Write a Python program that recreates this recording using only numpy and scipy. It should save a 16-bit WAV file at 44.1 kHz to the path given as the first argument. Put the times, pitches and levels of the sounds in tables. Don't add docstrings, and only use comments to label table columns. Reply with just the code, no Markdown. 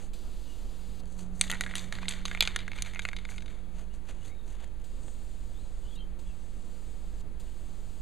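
import sys
import numpy as np
from scipy import signal
from scipy.fft import rfft, irfft, next_fast_len
from scipy.io import wavfile
from scipy.ndimage import uniform_filter1d

SR = 44100
rng = np.random.default_rng(int(sys.argv[2]) if len(sys.argv) > 2 else 0)


def put_to_file(sound):
    columns = np.atleast_2d(sound).T
    safe = np.clip(columns, -1, 1)
    whole_steps = np.round(safe * 32767)
    wavfile.write(sys.argv[1], SR, whole_steps.astype(np.int16))


def makeup_ratio(level_db):
    decades = np.asarray(level_db, float) / 20
    return 10 ** decades


N = 353241

# pitch in Hz, level in dB, t60 in seconds.
WALL_MODES = [(807, -3.5, 0.016), (1460, 4.5, 0.016), (1800, -0.5, 0.0096), (2000, -8.5, 0.021),
              (2160, -6, 0.045), (2340, -1.5, 0.013)]
# pitch in Hz, level in dB, t60 in seconds.
SHELL_MODES = [(2850, -8.5, 0.0095), (3350, -6.5, 0.0075), (3700, -1, 0.04), (4100, -5, 0.012),
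               (4350, -5.5, 0.0077)]
# frequency in Hz, level in dB per Hz.
HISS_SPECTRUM = [(2650, -23), (4500, -4), (5120, -13.5), (5420, -8.5), (6430, 0), (9530, -9.5),
                 (12000, -19), (15500, -29)]


def knocks():
    # pitch in Hz, level in dB, t60 in seconds.
    dome_modes = [(6300, 10, 0.011), (6680, 0.5, 0.019), (7180, -2.5, 0.004), (8300, -2.5, 0.005),
                  (9200, -9.5, 0.0055), (10100, -4.5, 0.005)]
    # pitch in Hz, level in dB, t60 in seconds.
    contact_modes = [(10800, -2, .004), (12200, -5, .003), (13800, -8, .003)]
    # time in seconds, shell, dome and contact pitch in Hz.
    landings = [(1.412, 4010.0, 8550, 10900), (1.4991, 3080.0, 7310.0, 10750.0),
                (1.5035, 3270, 6940, 12920.0), (1.5135, 2950, 9300, 11940), (1.526, 3440.0, 7100, 11120.0),
                (1.6093, 3880, 6610, 10700), (1.7541, 2830, 9440, 10860), (1.7635, 3350, 8900, 10810.0),
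                (1.781, 3700, 7380.0, 10780.0), (1.9245, 4200, 6700, 11480.0), (2.0829, 3750, 7900, 11400),
                (2.11, 3400, 7580, 11230.0), (2.254, 3800, 6380.0, 11600), (2.3497, 2900, 7150, 11320),
                (2.406, 3920.0, 7370, 11640), (2.424, 3350.0, 8340, 10700),
                (2.453, 3440.0, 7090.0, 11580.0), (2.4746, 3700.0, 6640, 10750.0),
                (2.5613, 3320, 6540, 11010.0), (2.6794, 3640, 6470, 11340.0), (2.822, 4200, 6700, 11770),
                (2.9929, 3170.0, 6730, 11000), (3.0524, 4000, 7100, 11850.0), (3.0894, 3130, 6840, 11900.0),
                (3.1648, 3700, 6680, 10500)]
    crack_t60_s = [0.0034, 0.0036, .002]
    # from Hz, to Hz, level in dB over the blow, t60 in seconds.
    patter = [
        (2400, 5000, -11.5, 0.019),
        (5830, 10800, -9.5, 0.015),
        (10820, 15000, -16.5, .008),
    ]
    crack_db, ring_db, ring_spread = 8, -14.5, 0.035
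    wet_after_s, wet_roughness = 0.0028, 0.4
    touch_s, softer_per_db, hard_db = 0.00013, 0.45, -19

    table = contacts()
    out = np.zeros(N + 4096)
    chance = rng.standard_normal((len(table), 24))
    t = np.arange(2600) / SR
    film = drift(200)
    scatter = [rms_one(band(rng.standard_normal(N), low_hz, high_hz)) for low_hz, high_hz, *_ in patter]
    landed, *cracks_hz = np.transpose(landings)

    def mode(hz, level_db, t60):
        return makeup_ratio(level_db - 60 * t / t60) * np.sin(2 * np.pi * hz * t)

    for (s, wall_hz, wall_db, *upper_db), luck in zip(table, chance):
        at = round(s * SR)
        span = slice(at, at + len(t))
        hit = mode(wall_hz, wall_db - 0.5, 0.01)
        hit += mode(wall_hz, wall_db - 12.5, 0.022)
        hit += mode(670, wall_db - 12.0, 0.0087)
        for (hz, level_db, t60), z in zip(WALL_MODES, luck):
            hit += mode(hz * (1 + 0.065 * z), wall_db + level_db - 12.0 + 3.8 * z, t60)
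        k = len(WALL_MODES)
        for group, modes in enumerate((SHELL_MODES, dome_modes, contact_modes)):
            blow_db = upper_db[group]
            crack_hz = np.interp(s, landed, cracks_hz[group])
            hit += mode(crack_hz, blow_db + crack_db, crack_t60_s[group])
            _, _, patter_db, patter_t60 = patter[group]
            hit += makeup_ratio(blow_db + patter_db - 60 * t / patter_t60) * scatter[group][span]
            for hz, level_db, t60 in modes:
                k += 1
                mode_db = blow_db + level_db + ring_db + 3.0 * luck[k]
                hit += (-1) ** k * mode(hz * (1 + ring_spread * luck[k - 1]), mode_db, t60)
        softness_db = max(hard_db - max(wall_db, *upper_db), 0)
        touch = (1 - np.exp(-t / (touch_s * makeup_ratio(softer_per_db * softness_db)))) ** 2
        wetness = wet_roughness * np.clip(t / wet_after_s - 0.5, 0, 1)
        out[span] += touch * hit * (1 + wetness * film[span])
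    return signal.sosfilt(signal.butter(2, 250, "high", fs=SR, output="sos"), out[:N])


def contacts():
    # time in seconds, wall, shell, dome and click level in dB.
    square = [
        (1.5035, -28, -24, -27.5, -33.5),
        (1.5146, -27, -21.5, -26.5, -26),
        (1.6093, -19.5, -21, -23, -27.5),
        (1.7543, -27, -22.5, -25, -31),
        (2.4071, -16.5, -5.5, -23.5, -18),
        (2.822, -32, -25.5, -22, -32),
        (3.165, -31.5, -28.5, -44, -43),
    ]
    # time in seconds, wall pitch in Hz, wall, shell and dome level in dB.
    cushioned = [(1.412, 2275, -19, -14.5, -9.5), (1.4225, 2400, -53.5, -37, -34),
                 (1.4392, 2000, -32, -29, -38), (1.499, 1940, -22, -39, -29),
                 (1.5256, 1960, -24, -44, -36.5), (1.7639, 1950, -38, -29, -29),
                 (1.781, 2500, -32, -25.5, -30.5), (1.7935, 1920, -55, -30, -36.5),
                 (1.9249, 1780, -25.5, -29, -31), (2.0302, 1070, -29.5, -38, -52),
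                 (2.083, 2160, -29.5, -19, -34), (2.0878, 2240, -46, -28, -26),
                 (2.11, 2650, -33, -25, -33.5), (2.254, 1145, -27, -21.5, -28.5),
                 (2.2582, 2100, -38.5, -24.5, -36), (2.349, 2100, -22.5, -39, -41),
                 (2.4245, 2410, -16.5, -13, -23), (2.452, 2340, -36, -22, -38),
                 (2.4746, 2390, -20, -18, -27.5), (2.481, 1530, -29.5, -38, -40),
                 (2.5614, 1790, -19.5, -19, -22.5), (2.6797, 2010, -29, -38, -40.5),
                 (2.9929, 2160, -25, -26, -29.5), (3.052, 2090, -20, -27.5, -38),
                 (3.0877, 2070, -25, -27, -35.5)]
    # time in seconds, wall and shell level in dB.
    taps = [(1.637, -28, -29), (1.6636, -28.5, -34), (1.711, -30, -37.5), (1.7384, -28.5, -48),
            (1.9532, -34, -32), (1.986, -32, -38.5), (2.0552, -32.5, -42), (2.123, -56, -28),
            (2.1365, -35, -31), (2.281, -34, -30), (2.3133, -27, -32), (2.374, -30, -36),
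            (2.4345, -41, -27), (2.5893, -32, -29), (2.717, -29.5, -36), (2.7326, -33, -41),
            (2.779, -38, -38), (2.7861, -32.5, -37), (2.8487, -36, -39), (2.8606, -36, -37),
            (2.9588, -28.5, -42), (3.02, -54, -32), (3.1315, -29.5, -34), (3.1678, -49, -33),
            (3.1868, -35.5, -35), (3.2516, -32, -34.5), (3.2898, -34.5, -48), (3.381, -37, -33)]
    # time in seconds, wall, shell and dome level in dB.
    ticks = [(1.395, -48, -50, -38), (1.479, -49, -33, -49), (1.5353, -26.5, -44, -39),
             (1.5445, -34, -44, -38), (1.553, -30, -50, -50), (1.619, -40, -33, -36),
             (1.6732, -40, -48, -46), (1.679, -37, -55, -55), (1.6905, -38, -55, -55),
             (2.092, -42, -36, -26.5), (2.604, -45, -34, -50), (2.8665, -38, -44, -42),
             (2.872, -37, -45, -47), (2.891, -48, -52, -48), (2.9355, -35.5, -40, -43),
             (2.9475, -36, -41, -40), (2.9703, -35, -46, -51), (2.982, -42, -49, -54),
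             (3.08, -44, -48, -45.5), (3.1145, -40, -45, -54), (3.319, -38, -50, -52),
             (3.342, -41, -52, -50), (3.361, -44, -50, -41), (3.4055, -50, -40, -52),
             (3.422, -42, -38, -44), (3.4598, -44, -37, -46), (3.48, -44.5, -39, -50)]
    # time in seconds, pitch in Hz.
    grip_curve = [(1.4, 1986), (1.95, 1920), (2.3, 2100), (2.45, 2390), (2.8, 2280), (2.95, 2100),
                  (3.2, 2170), (3.5, 2220)]

    def grip(s):
        return np.interp(s, *np.transpose(grip_curve))

    light = [(*row, row[-1] - 10) for row in taps] + ticks
    luck = rng.standard_normal(len(light))
    light = [(s, grip(s) * (1 + 0.021 * z), *levels) for (s, *levels), z in zip(light, luck)]
    soft = [(*row, -22 + 0.7 * row[-1]) for row in cushioned + light]
    return np.array([(s, grip(s), *levels) for s, *levels in square] + soft)


def yard(x):
    # delay in seconds, level in dB, dulled above Hz.
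    echoes = [
        (.0042, -12.5, 9020),
        (0.0097, -32, 6860),
        (0.028, -26.5, 5010),
    ]
    out = x.copy()
    for lag_s, level_db, dull_hz in echoes:
        lag = round(lag_s * SR)
        out[lag:] += makeup_ratio(level_db) * signal.lfilter(*signal.butter(1, dull_hz, fs=SR), x)[:-lag]
    t = np.arange(SR // 4) / SR
    tail = rng.standard_normal((2, len(t))) * makeup_ratio(-60 * t / 0.28) * np.clip(t / 0.0057, 0, 1)
    tail = signal.lfilter(*signal.butter(1, 7000, fs=SR), tail)
    tail = tail[0] + 0.12 * tail[1] * [[1], [-1]]
    unlike = makeup_ratio(-29) * (np.roll(out, 9) - np.roll(out, 23)) * [[1], [-1]]
    return out + unlike + makeup_ratio(-52.5) * signal.fftconvolve(x[None], tail, axes=1)[:, :N]


def spray():
    # start and end in seconds, level in dB, echo delay in ms at start and at end.
    presses = [
        (0.132, 1.017, -61, 0.51, 0.81),
        (4.839, 5.973, -64.5, 0.747, 0.68),
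        (6.188, 7.221, -65, 0.59, 0.834),
        (7.396, 8.096, -64, 0.69, 0.98),
    ]
    # frequency in Hz, level in dB per Hz.
    side_on_spectrum = [(900, -2), (1600, -15.5), (2700, 0), (4600, 2.5), (6500, -0.5), (8300, -1.5),
                        (9700, -7.5), (12000, -10), (14500, -13), (15500, -42.5)]
    # frequency in Hz, level in dB per Hz.
    jet_spectrum = [(900, -0.5), (1600, -18), (2700, -2.5), (4600, -1.5), (6200, -2), (7200, 0.5),
                    (8900, -1), (9700, -15), (14500, -14), (15500, -41.5)]
    t, gain, lag_ms = np.arange(N) / SR, np.zeros(N), np.ones(N)
    for start, end, jet_db, lag_from, lag_to in presses:
        on = np.clip((t - start) / 0.0018, 0, 1) * np.clip((end - t) / 0.011, 0, 1)
        opening = np.exp(-np.abs(t - start - 0.008) / 0.013)
        closing = np.exp(-np.abs(end - t - 0.015) / 0.0056)
        pop_db = 9 * (opening + 0.86 * closing)
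        gain += on * makeup_ratio(jet_db + pop_db)
        lag_ms = np.where(on > 0, np.interp(t, [start, end], [lag_from, lag_to]), lag_ms)
    jet = np.where(t < 3, coloured(side_on_spectrum), coloured(jet_spectrum))
    bright = band(jet, 5800, 9600)
    surge = makeup_ratio(7.3 * np.exp(-((t - 5.08) / 0.06) ** 2))
    late = np.arange(N) - (lag_ms + 0.02 * drift(1.5)) * SR / 1000
    echo = np.array([np.interp(late, np.arange(N), side) for side in bright])
    echo *= np.interp(t, [0.4, 0.7], [0.2, 1.0])
    return gain * makeup_ratio(0.7 * drift(3)) * (jet - bright + surge * (bright + 0.36 * echo))


def movement():
    # time in seconds, can body and hiss level in dB.
    sloshes = [(1.43, -46.5, -53), (1.54, -46.5, -62.5), (1.63, -64, -61), (1.7, -48.5, -67),
               (1.769, -44.5, -52.5), (1.941, -47, -62.5), (2.02, -51.5, -68), (2.101, -44.5, -55),
               (2.16, -50.5, -71), (2.27, -49, -60.5), (2.33, -48, -65.5), (2.44, -44, -58.5),
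               (2.5, -46, -67), (2.6, -48.5, -70.5), (2.76, -48, -63.5), (2.81, -58, -81),
               (2.86, -47, -61.5), (3.03, -56, -66.5), (3.2, -56, -74), (3.301, -59, -60.5),
               (3.5, -56.5, -70)]
    # frequency in Hz, level in dB per Hz.
    body_spectrum = [(240, -41), (400, -14), (1680, -6.5), (2210, -1.5), (2990, -4), (3590, -4.5),
                     (4220, -2.5), (5300, -20), (6890, -54.5), (11700, -120)]
    s, body_db, hiss_db = np.transpose(sloshes)
    grains = rng.standard_normal((2, 2, N)) * makeup_ratio(2.2 * drift(150))
    body = coloured(body_spectrum, grains[0])
    can_modes = WALL_MODES[3:] + SHELL_MODES[2:3]
    can_hum = rms_one(sum(makeup_ratio(level_db) * ring(grains[0, 0], hz, 0.02) for hz, level_db, _ in can_modes))
    can = thrown(s, body_db - 2.0, 130.5) * (body + 0.59 * can_hum)
    splash = thrown(s, hiss_db + 7.0, 158) * coloured(HISS_SPECTRUM, grains[1])
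    return can + splash


def thrown(s, level_db, fall_db_per_s):
    rise_db_per_s = 700
    t = np.arange(N // 64 + 2)[:, None] * 64 / SR - s
    shape_db = np.minimum(rise_db_per_s * t, -fall_db_per_s * t)
    power = np.sum(makeup_ratio(level_db + shape_db) ** 2, axis=1)
    return np.interp(np.arange(N) / 64, np.arange(len(power)), np.sqrt(power))


def scuffs():
    # time and half width in seconds, body and hiss
    # level in dB.
    rubs = [(.0, 0.0098, -57.5, -67), (0.034, 0.044, -63, -59.5), (1.08, 0.024, -69, -70.5),
            (1.13, 0.032, -72, -62.5), (1.2, 0.025, -62.5, -58), (1.24, 0.034, -68.5, -64),
            (1.375, 0.037, -73, -62), (3.32, 0.027, -56.5, -77), (3.791, 0.048, -60, -63),
            (3.95, 0.021, -65.5, -64.5), (4.098, 0.018, -52.5, -58), (4.14, 0.11, -67, -71.5),
            (4.266, 0.039, -61, -59), (4.498, 0.042, -65, -63), (4.55, 0.024, -65, -70),
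            (4.621, 0.044, -60.5, -70), (4.809, 0.015, -71, -80.5), (5.083, 0.0016, -54, -59),
            (7.212, 0.0042, -69, -59.5)]
    # time and half width in seconds, body and hiss level in dB.
    small_clicks = [(1.036, 0.0027, -60, -63), (1.057, 0.0015, -75, -58), (1.078, 0.0025, -68, -64),
                    (1.125, 0.0032, -72, -63), (4.607, 0.0023, -59, -62), (4.628, 0.0025, -71, -71),
                    (4.645, .003, -65, -64), (4.678, .003, -73, -66), (4.8, .003, -70, -66),
                    (4.82, 0.0026, -71, -66), (5.034, 0.0034, -72, -59)]
    # frequency in Hz, level in dB per Hz.
    sole_spectrum = [(180, -23), (300, -8), (647, -3), (1500, -10.5), (1670, -10), (3200, -9.5),
                     (5300, -24), (6890, -45), (11700, -120)]
    t, body, hiss = np.arange(N) / SR, np.zeros(N), np.zeros(N)
    for s, width, body_db, hiss_db in rubs + small_clicks:
        swell = np.exp(-((t - s) / width) ** 2)
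        body += makeup_ratio(body_db) * swell
        hiss += makeup_ratio(hiss_db) * swell
    grit = makeup_ratio(3.1 * drift(148))
    return grit * (body * coloured(sole_spectrum) + hiss * coloured(HISS_SPECTRUM))


def birds():
    # middle and half length in seconds, pitch in Hz at start and at end of the glide, level in dB.
    notes_sung = [(.5, 0.088, 2940, 2800, -63), (3.655, 0.04, 3300, 3400, -64),
                  (3.92, 0.04, 2800, 2950, -66), (4.22, .09, 2800, 3000, -64),
                  (4.249, .04, 3200, 3800, -61), (4.313, 0.09, 1950, 2400, -59),
                  (4.39, 0.22, 3800, 3600, -66), (4.603, 0.16, 3700, 3100, -67.5),
                  (5.56, 0.044, 3300, 3700, -61), (5.592, 0.054, 3450, 4200, -66),
                  (5.638, 0.07, 4100, 4100, -66), (5.864, 0.056, 2930, 3100, -61),
                  (5.887, 0.043, 3250, 3700, -63), (5.929, 0.072, 3240, 3420, -57.5),
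                  (5.971, 0.046, 3420, 4200, -54.5), (5.976, 0.04, 2850, 2700, -57.5),
                  (6.009, 0.055, 3130, 3140, -52.5), (6.115, 0.04, 3120, 3120, -67),
                  (6.278, 0.046, 3350, 3320, -60.5), (6.31, 0.076, 2890, 2460, -61),
                  (6.4, .08, 2530, 2500, -70), (7.496, 0.065, 2900, 3100, -66)]
    out, waver, flutter = np.zeros(N), 1 + 0.0135 * drift(87), 0.73 + 0.69 * drift(74)
    for s, length, from_hz, to_hz, level_db in notes_sung:
        span = slice(max(round((s - length) * SR), 0), round((s + length) * SR))
        along = 2 * (np.arange(N)[span] / SR - s) / length
        hz = np.interp(along, [-1, 1], [from_hz, to_hz]) * waver[span]
        phase = 2 * np.pi * np.cumsum(hz) / SR
        out[span] += makeup_ratio(level_db - 12 * along ** 2) * flutter[span] * np.sin(phase)
    t = np.arange(SR // 5) / SR
    smear = rng.standard_normal(len(t)) * makeup_ratio(-60 * t / 0.13)
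    smear /= np.sqrt(np.sum(smear ** 2))
    return 0.91 * out + 0.5 * signal.fftconvolve(out, smear)[:N]


def drone():
    # time in seconds, level in dB, octave over firing rate in dB.
    engine_levels = [(0.0, -53, -2.5), (0.4, -68, 0), (1.2, -55, 6), (2.0, -54, 5.5), (2.8, -52, -3.5),
                     (3.6, -60.5, 4), (4.4, -57.5, -8.5), (5.2, -61.5, -1.5), (5.6, -56, -15),
                     (6.0, -65.5, 9), (6.4, -57, -4), (7.2, -59.5, -3.5), (8.0, -54, -4.5)]
    # time in seconds, firing rate in Hz.
    firing_rate = [(0, 93.2), (2, 92.2), (4, 91.2), (8.01, 89.6)]
    first_db, octave_db = in_time(engine_levels)
    phase = 2 * np.pi * np.cumsum(in_time(firing_rate)[0] + 0.3 * drift(4)) / SR
    first = makeup_ratio(first_db + 1.1 * drift(6.7)) * np.sin(phase)
    octave = makeup_ratio(first_db + octave_db + 2.0 * drift(9.1)) * np.sin(2 * phase + 1.7)
    return np.sqrt(2) * (first + octave)


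def machines():
    # pitch in Hz, level in dB.
    hums = [(30, -54), (48.5, -53), (488, -72.5)]
    out = np.zeros(N)
    for hz, level_db in hums:
        swell = makeup_ratio(level_db + 2.03 * drift(1.9))
        phase = 2 * np.pi * np.cumsum(hz * (1 + 0.0153 * drift(3.3))) / SR
        out += np.sqrt(2) * swell * np.sin(phase)
    return out


def town():
    # frequency in Hz, level in dB per Hz.
    town_spectrum = [(9, -24), (18, 0), (48, -7), (60, -16.5), (140, -23.5), (290, -27.5), (489, -32.5),
                     (1040, -41), (3230, -50.5), (4300, -50.5), (5400, -58), (6500, -53), (9000, -56.5),
                     (15500, -63.5)]
    passing_db = 3.5 * np.exp(-((np.arange(N) / SR - 1.6) / 0.73) ** 2)
    wash = coloured(town_spectrum)
    rumble = makeup_ratio(-43) * rms_one(band(wash, 0, 70))
    traffic = makeup_ratio(-55 + passing_db + 0.88 * drift(6.4)) * rms_one(band(wash, 70, 1500))
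    steady_hiss = makeup_ratio(-67.5) * rms_one(band(wash, 1500, SR))
    return rumble + traffic + steady_hiss


def coloured(spectrum, source=None):
    # frequency in Hz, left-right likeness from 0 to 1.
    likeness = [(25, 1), (125, 0.97), (400, 0.91), (2000, 0.95), (6000, 1), (12000, 0.92)]
    size = next_fast_len(N)
    hz = np.arange(size // 2 + 1) * SR / size
    mid, side = rfft(rng.standard_normal((2, N)) if source is None else source, size)
    alike = np.clip(at_hz(likeness, hz), 0, 1)
    pair = np.sqrt(1 + alike) * mid + np.sqrt(1 - alike) * side * [[1], [-1]]
    return rms_one(irfft(pair * makeup_ratio(at_hz(spectrum, hz)), size)[:, :N])


def ring(clicks, hz, t60):
    r, w = makeup_ratio(-60 / (t60 * SR)), 2 * np.pi * hz / SR
    return signal.lfilter([0, np.sin(w)], [1, -2 * r * np.cos(w), r * r], clicks + 1e-18)


def drift(rate):
    r = np.exp(-80 * np.pi * rate / SR)
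    slow = signal.lfilter([1], [1, -2 * r, r * r], rng.standard_normal(N // 40 + 2002))[2000:]
    return np.interp(np.arange(N) / 40, np.arange(len(slow)), rms_one(slow - slow.mean()))


def band(x, low_hz, high_hz):
    size = next_fast_len(N)
    hz = np.arange(size // 2 + 1) * SR / size
    return irfft(rfft(x, size) * ((hz >= low_hz) & (hz < high_hz)), size)[..., :N]


def patches(open_when):
    return uniform_filter1d(1. * open_when, size=400)


def rms_one(x):
    return x / np.sqrt(np.mean(x ** 2) + 1e-20)


def in_time(rows, outside=None):
    s, *columns = np.transpose(rows)
    return [np.interp(np.arange(N) / SR, s, c, outside, outside) for c in columns]


def at_hz(points, hz):
    point_hz, value = np.transpose(points)
    return np.interp(np.log(hz + 1), np.log(point_hz), value)


def scene():
    can = yard(knocks()) + movement() + spray()
    return can + scuffs() + birds() + drone() + machines() + town()


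def low_pass(x):
    return signal.sosfilt(signal.butter(12, 16340, fs=SR, output="sos"), x)


def record(dry):
    offset = [
        [.0022],
        [.0230],
    ]
    top_bands = [12800, 13200, 13700, 14200, 14600, 15050, 16300]
    w = 2 * np.cos(2 * np.pi * 5480 / SR)
    wide, deep = np.exp(-np.pi * 900 / SR), np.exp(-np.pi * 120 / SR)
    x = signal.lfilter([1, -w * deep, deep ** 2], [1, -w * wide, wide * wide], dry)
    x = x * makeup_ratio(np.array([[-0.1], [0.1]]))
    mid, side = (x[0] + x[1]) / 2, (x[0] - x[1]) / 2
    side = side - band(side, 110, 6000) * patches(drift(6) < -0.1)
    kept, shared = band(mid, 0, top_bands[0]), drift(5.5)
    for low, high in zip(top_bands, top_bands[1:]):
        part = band(mid, low, high)
        level_db = 10 * np.log10(uniform_filter1d(part ** 2, size=3000) + 1e-20)
        needed_db = np.median(level_db) + (12 if high > 16000 else -1.3)
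        kept += part * patches(level_db + 1.5 * shared + 2.5 * drift(14) > needed_db)
    return low_pass(kept + side * [[1], [-1]] + offset)


dry = scene()
out = record(dry)
put_to_file(out)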